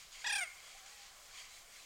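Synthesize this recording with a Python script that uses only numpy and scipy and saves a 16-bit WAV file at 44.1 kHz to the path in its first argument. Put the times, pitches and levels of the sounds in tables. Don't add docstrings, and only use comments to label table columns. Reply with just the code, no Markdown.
import sys
import numpy as np
from scipy import signal
from scipy.fft import rfft, irfft
from scipy.io import wavfile
from scipy.ndimage import uniform_filter1d

SR = 44100
rng = np.random.default_rng(int(sys.argv[2]) if len(sys.argv) > 2 else 0)


def store_pcm(level_fs):
    pcm = np.round(np.clip(level_fs, -1, 1) * 32767).astype(np.int16)
    wavfile.write(sys.argv[1], SR, np.atleast_2d(pcm).T)


def rack_gain(trim_db):
    fader = np.asarray(trim_db, float)
    return 10 ** (fader / 20)


N = 81585

# (time [s], lowest pitch of warble [Hz], warble depth [share of pitch], level [dB],
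# whistle resonance [dB])
CALL = [
    (.239, 640, .0, -60, -30),
    (.2445, 800, .2, -37.5, -28),
    (.274, 836, .178, -34.5, -14),
    (.304, 810, .16, -36.5, -8),
    (.365, 797, .1, -36, 1),
    (.392, 772, .05, -38.5, -2),
    (.436, 690, .02, -39.5, -1),
    (.447, 655, .0, -48, -8),
    (.475, 580, .0, -60, -30),
]
# (centre [Hz], width [Hz], level [dB])
THROAT = [(780, 400, -9), (1000, 300, -4.5), (1750, 900, -3), (2550, 450, -4), (3500, 700, -11),
          (4900, 450, -12), (5650, 550, -15), (7000, 1600, -20)]
# (centre [Hz], width [Hz], level [dB])
WHISTLE = [(2180, 450, -1), (13700, 4600, -26)]
# (centre [Hz], width [Hz], level [dB], opens [s], closes [s])
BILL = [(3500, 650, -8, .24, .385), (4850, 300, -13, .262, .398), (5650, 420, -9, .266, .395),
        (7500, 450, -9, .264, .3), (10800, 250, -16, .266, .28), (9720, 300, -10, .297, .322),
        (8780, 260, -1, .324, .45), (9500, 700, -15, .305, .41), (7000, 500, -16, .372, .41),
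        (6550, 450, -13, .416, .434)]
# (centre [Hz], width [Hz], level [dB])
ECHO_COLOUR = [(780, 300, -5), (1420, 220, 0), (2200, 330, 5), (2200, 3000, -9), (8800, 1500, -3)]
# (time [s], rise [s], fade [s], level [dB])
SPLASHES = [
    (0, 0.0089, 0.054, -55),
    (0.133, 0.019, 0.74, -54),
    (.65, 0.02, 0.078, -63),
    (0.864, 0.0049, 0.026, -62.5),
    (1.0, 0.029, 0.13, -61.5),
    (1.385, 0.056, 0.16, -54),
    (1.8, 0.064, 0.39, -63),
]
# (frequency [Hz], level [dB per Hz])
SPLASH_COLOUR = [(300, -21.5), (1400, -11), (2300, -2.5), (3300, -4), (4800, -2.5), (8000, -1.5),
                 (9500, -7.5), (11500, -26)]
# (centre [Hz], width [Hz], level [dB])
FAR_CALL_BANDS = [(1090, 200, -4), (2200, 500, -1), (3200, 400, -1), (4650, 600, -2), (6800, 600, -3)]
# (time [s], pitch [Hz], ring [s], level [dB])
PLOPS = [(1.338, 1080, 0.04, -63.5), (1.348, 3150, .02, -60), (1.383, 3130, .022, -54),
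         (1.374, 3400, .014, -57), (1.408, 2300, 0.025, -58), (.635, 1089, .03, -65),
         (.861, 5900, .004, -50), (.862, 7100, .003, -51), (.879, 5800, .004, -51), (.88, 6700, .003, -52),
         (.932, 7900, 0.004, -54), (1.762, 2120, 0.0071, -55.5), (1.797, 2500, 0.012, -60),
         (1.311, 1450, 0.004, -56), (1.343, 2350, 0.007, -56), (1.378, 6900, .007, -54),
         (1.386, 4800, .005, -53), (1.38, 2200, .006, -56), (1.46, 4600, .005, -56),
         (.797, 6300, .012, -60), (.868, 2050, .006, -58), (1.738, 6000, .008, -60),
         (1.834, 6000, .008, -59), (.017, 2100, .008, -58), (1.425, 4600, .012, -57),
         (.664, 3000, .02, -60), (.163, 3200, .016, -59), (.135, 3000, .012, -59), (.125, 6650, .008, -59),
         (1.349, 9700, .002, -55)]
# (time [s], pitch [Hz], level [dB])
COO = [
    (0.722, 669, -85),
    (.76, 787, -61),
    (0.783, 851, -68.5),
    (0.821, 739.6, -70),
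    (0.859, 790, -68),
    (.96, 840, -72.5),
    (1.011, 799, -65),
    (1.09, 805, -74),
    (1.14, 795, -78),
]
# (time [s], length [s], top pitch [Hz], sag [Hz], level [dB])
PEEPS = [
    (1.48, .135, 4000, 45, -67),
    (1.752, .08, 4130, 130, -65.5),
    (1.18, .07, 610, 20, -72),
    (.61, .13, 3350, 60, -67),
    (.9, .1, 1950, 90, -68),
]
# (frequency [Hz], level [dB per Hz])
HISS_COLOUR = [(20, 8.5), (60, -8.5), (310, -18), (720, -5.5), (2200, -9), (7500, -8.5), (10500, -17),
               (15900, -20.5)]

WARBLE_TOP_S, WARBLE_HZ, WARBLE_RISE_HZ_PER_S2 = .256, 31.8, 300
WARBLE_SHARP, WARBLE_LEAN = 1.5, -.15
WARBLE_DIP_DB, WARBLE_DULL_DB, DULL_ABOVE_HZ = -1.5, -5, 4800
JITTER, ROUGH_ABOVE_HZ, SHIMMER_DB = .004, 9000, 1.8
BREATH_DB, WHEEZE_DB = -17, -12.5
CATCH_DB, CATCH_FROM_S, CATCH_SHARP = -7, .3, 14
BILL_EDGE_S = .003
ECHO_DB, ECHO_T60_S, ECHO_GAP_S = -12.5, .55, .014
DROPS_PER_S, DROPS_DB, DROP_CYCLES = 2000, -5, 9
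HISS_DB = -59
NOTCH_HZ, NOTCH_WIDTH_HZ, NOTCH_DB = 905, 52, -19

SPECTRUM_HZ = np.arange(N // 2 + 1) * SR / N


def level(x, db):
    return x * rack_gain(db) / np.sqrt(np.mean(x ** 2))


def walk(rate):
    hold = int(SR / rate)
    steps = np.repeat(rng.standard_normal(N // hold + 1), hold)
    return 1.35 * uniform_filter1d(uniform_filter1d(steps, hold), hold)[:N]


def reshape(x, gain):
    return irfft(rfft(x) * gain, N)


def colour(x, points):
    hz, db = np.array(points).T
    f = np.maximum(SPECTRUM_HZ, 1)
    return reshape(x, rack_gain(np.interp(np.log(f), np.log(hz), db)))


def resonate(hz, peaks):
    return np.sqrt(sum(rack_gain(db) ** 2 / (1 + (2 * (hz - f) / w) ** 2) ** 2 for f, w, db in peaks))


def waterfowl(t):
    _, low, depth, db, whistle_db = (np.interp(t, np.array(CALL)[:, 0], c) for c in np.array(CALL).T)
    u = t - WARBLE_TOP_S
    turn = 2 * np.pi * (WARBLE_HZ * u + WARBLE_RISE_HZ_PER_S2 * u ** 3 / 3)
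    swing = np.tanh(WARBLE_SHARP * (np.cos(turn) + WARBLE_LEAN))
    up = (swing - swing.min()) / np.ptp(swing)
    hz = low * (1 + depth * up + JITTER * walk(300))
    phase = 2 * np.pi * np.cumsum(hz) / SR

    opened = []
    for *_, opens, closes in BILL:
        outside = np.maximum(opens - t, t - closes) / BILL_EDGE_S
        opened.append(1 / (1 + np.exp(np.clip(outside, -30, 30))))
    catching = (t > CATCH_FROM_S) * (t < CALL[-3][0] - .02)
    catch_db = CATCH_DB * np.exp(CATCH_SHARP * (np.cos(turn) - 1)) * catching

    voice = 0
    for k in range(1, 23):
        f = k * hz
        gain = resonate(f, THROAT) + rack_gain(whistle_db) * resonate(f, WHISTLE)
        gain = gain * rack_gain(WARBLE_DULL_DB * up / (1 + (DULL_ABOVE_HZ / f) ** 4))
        for is_open, row in zip(opened, BILL):
            if abs(row[0] / k - 830) < 330:
                gain = gain + is_open * resonate(f, [row[:3]])
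        gain = gain * rack_gain(catch_db + SHIMMER_DB * walk(148.3)) * (f < .45 * SR)
        roughness = (f / ROUGH_ABOVE_HZ) ** 2 * walk(500)
        voice = voice + gain * np.sin(k * phase + rng.uniform(0, 2 * np.pi) + roughness)

    breath = reshape(rng.standard_normal(N), resonate(SPECTRUM_HZ, THROAT[2:]))
    air = rng.standard_normal(N)
    wheeze = 0
    for is_open, row in zip(opened, BILL):
        wheeze = wheeze + is_open * level(reshape(air, resonate(SPECTRUM_HZ, [row[:3]])), row[2])
    breath = level(breath, BREATH_DB) * rack_gain(WARBLE_DULL_DB * up / 2) + wheeze * rack_gain(WHEEZE_DB)
    puffs = 1 + np.cos(phase)
    calling = (t > CALL[0][0]) & (t < CALL[-1][0])
    return (voice + breath * puffs) * rack_gain(db + WARBLE_DIP_DB * up) * calling


def banks(x, t):
    fade = rack_gain(-60 * t / ECHO_T60_S) * np.clip(t / ECHO_GAP_S - 1, 0, 1)
    tail = rng.standard_normal(N) ** 3 * fade
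    echo = signal.fftconvolve(x, tail / np.sqrt(np.sum(tail ** 2)))[:N]
    return rack_gain(ECHO_DB) * reshape(echo, resonate(SPECTRUM_HZ, ECHO_COLOUR))


def bubble(hz, ring_s, gain):
    u = np.arange(int(2 * ring_s * SR)) / SR
    tone = np.sin(2 * np.pi * hz * u * (1 + .025 * u / ring_s))
    return gain * tone * np.exp(-2.5 * u / ring_s) * np.minimum(u / .0015, 1)


def add(out, s, x):
    i = int(s * SR)
    out[i:i + len(x)] += x[:N - i]


def splashes(t):
    swell = 0
    for s, rise, fade, db in SPLASHES:
        shape = np.where(t < s, np.exp(-((t - s) / rise) ** 2), np.exp(-(t - s) / fade))
        swell = swell + rack_gain(db) * shape
    drops = np.zeros(N)
    for when, pitch, size in rng.random((int(DROPS_PER_S * N / SR), 3)):
        hz = 900 * 11 ** pitch
        add(drops, when * N / SR, bubble(hz, DROP_CYCLES / hz, rack_gain(6 * size ** 2) * np.sqrt(hz)))
    spray = rng.standard_normal(N) + level(drops, DROPS_DB)
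    spray = reshape(spray, .5 + resonate(SPECTRUM_HZ, FAR_CALL_BANDS))
    return level(colour(spray, SPLASH_COLOUR), 0) * swell * rack_gain(1.2 * walk(30))


def plops():
    out = np.zeros(N)
    for s, hz, ring_s, db in PLOPS:
        add(out, s, bubble(hz, ring_s, 2 * rack_gain(db)))
    return out


def far_birds(t):
    s, hz, db = np.array(COO).T
    coo_db = np.interp(t, s, db, -120, -120) + 3 + 1.2 * walk(40)
    out = np.sin(2 * np.pi * np.cumsum(np.interp(t, s, hz)) / SR) * rack_gain(coo_db)
    for s, length, top, sag, db in PEEPS:
        u = np.clip((t - s) / length, 0, 1)
        hz = top - sag * (2.7 * u - 1.1) ** 2
        peep = np.sin(2 * np.pi * np.cumsum(hz) / SR) * np.sin(np.pi * u) ** .5
        out = out + peep * rack_gain(db + 3 + 1.2 * walk(60))
    return out


def water_and_wind():
    noise = rfft(colour(rng.standard_normal(N), HISS_COLOUR))
    octave = np.log2(np.maximum(SPECTRUM_HZ, 1) / 16)
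    out = 0
    for k in range(11):
        flicker = rack_gain(.6 * walk(4) + 1.3 * walk(18))
        out = out + flicker * irfft(noise * np.clip(1 - abs(octave - k), 0, 1), N)
    above = signal.sosfilt(signal.butter(2, 300, "high", fs=SR, output="sos"), out)
    return out * rack_gain(HISS_DB) / np.std(above)


def scene():
    t = np.arange(N) / SR
    call = waterfowl(t)
    mono = call + banks(call, t) + water_and_wind() + splashes(t) + plops() + far_birds(t)
    return np.array([mono, mono])


def roll_off(x):
    return signal.sosfilt(signal.butter(12, 16040, fs=SR, output="sos"), x)


def record(dry):
    dip = rack_gain(NOTCH_DB / (1 + (2 * (SPECTRUM_HZ - NOTCH_HZ) / NOTCH_WIDTH_HZ) ** 2))
    mix = reshape(dry, dip)
    return roll_off(mix)


dry = scene()
out = record(dry)
store_pcm(out)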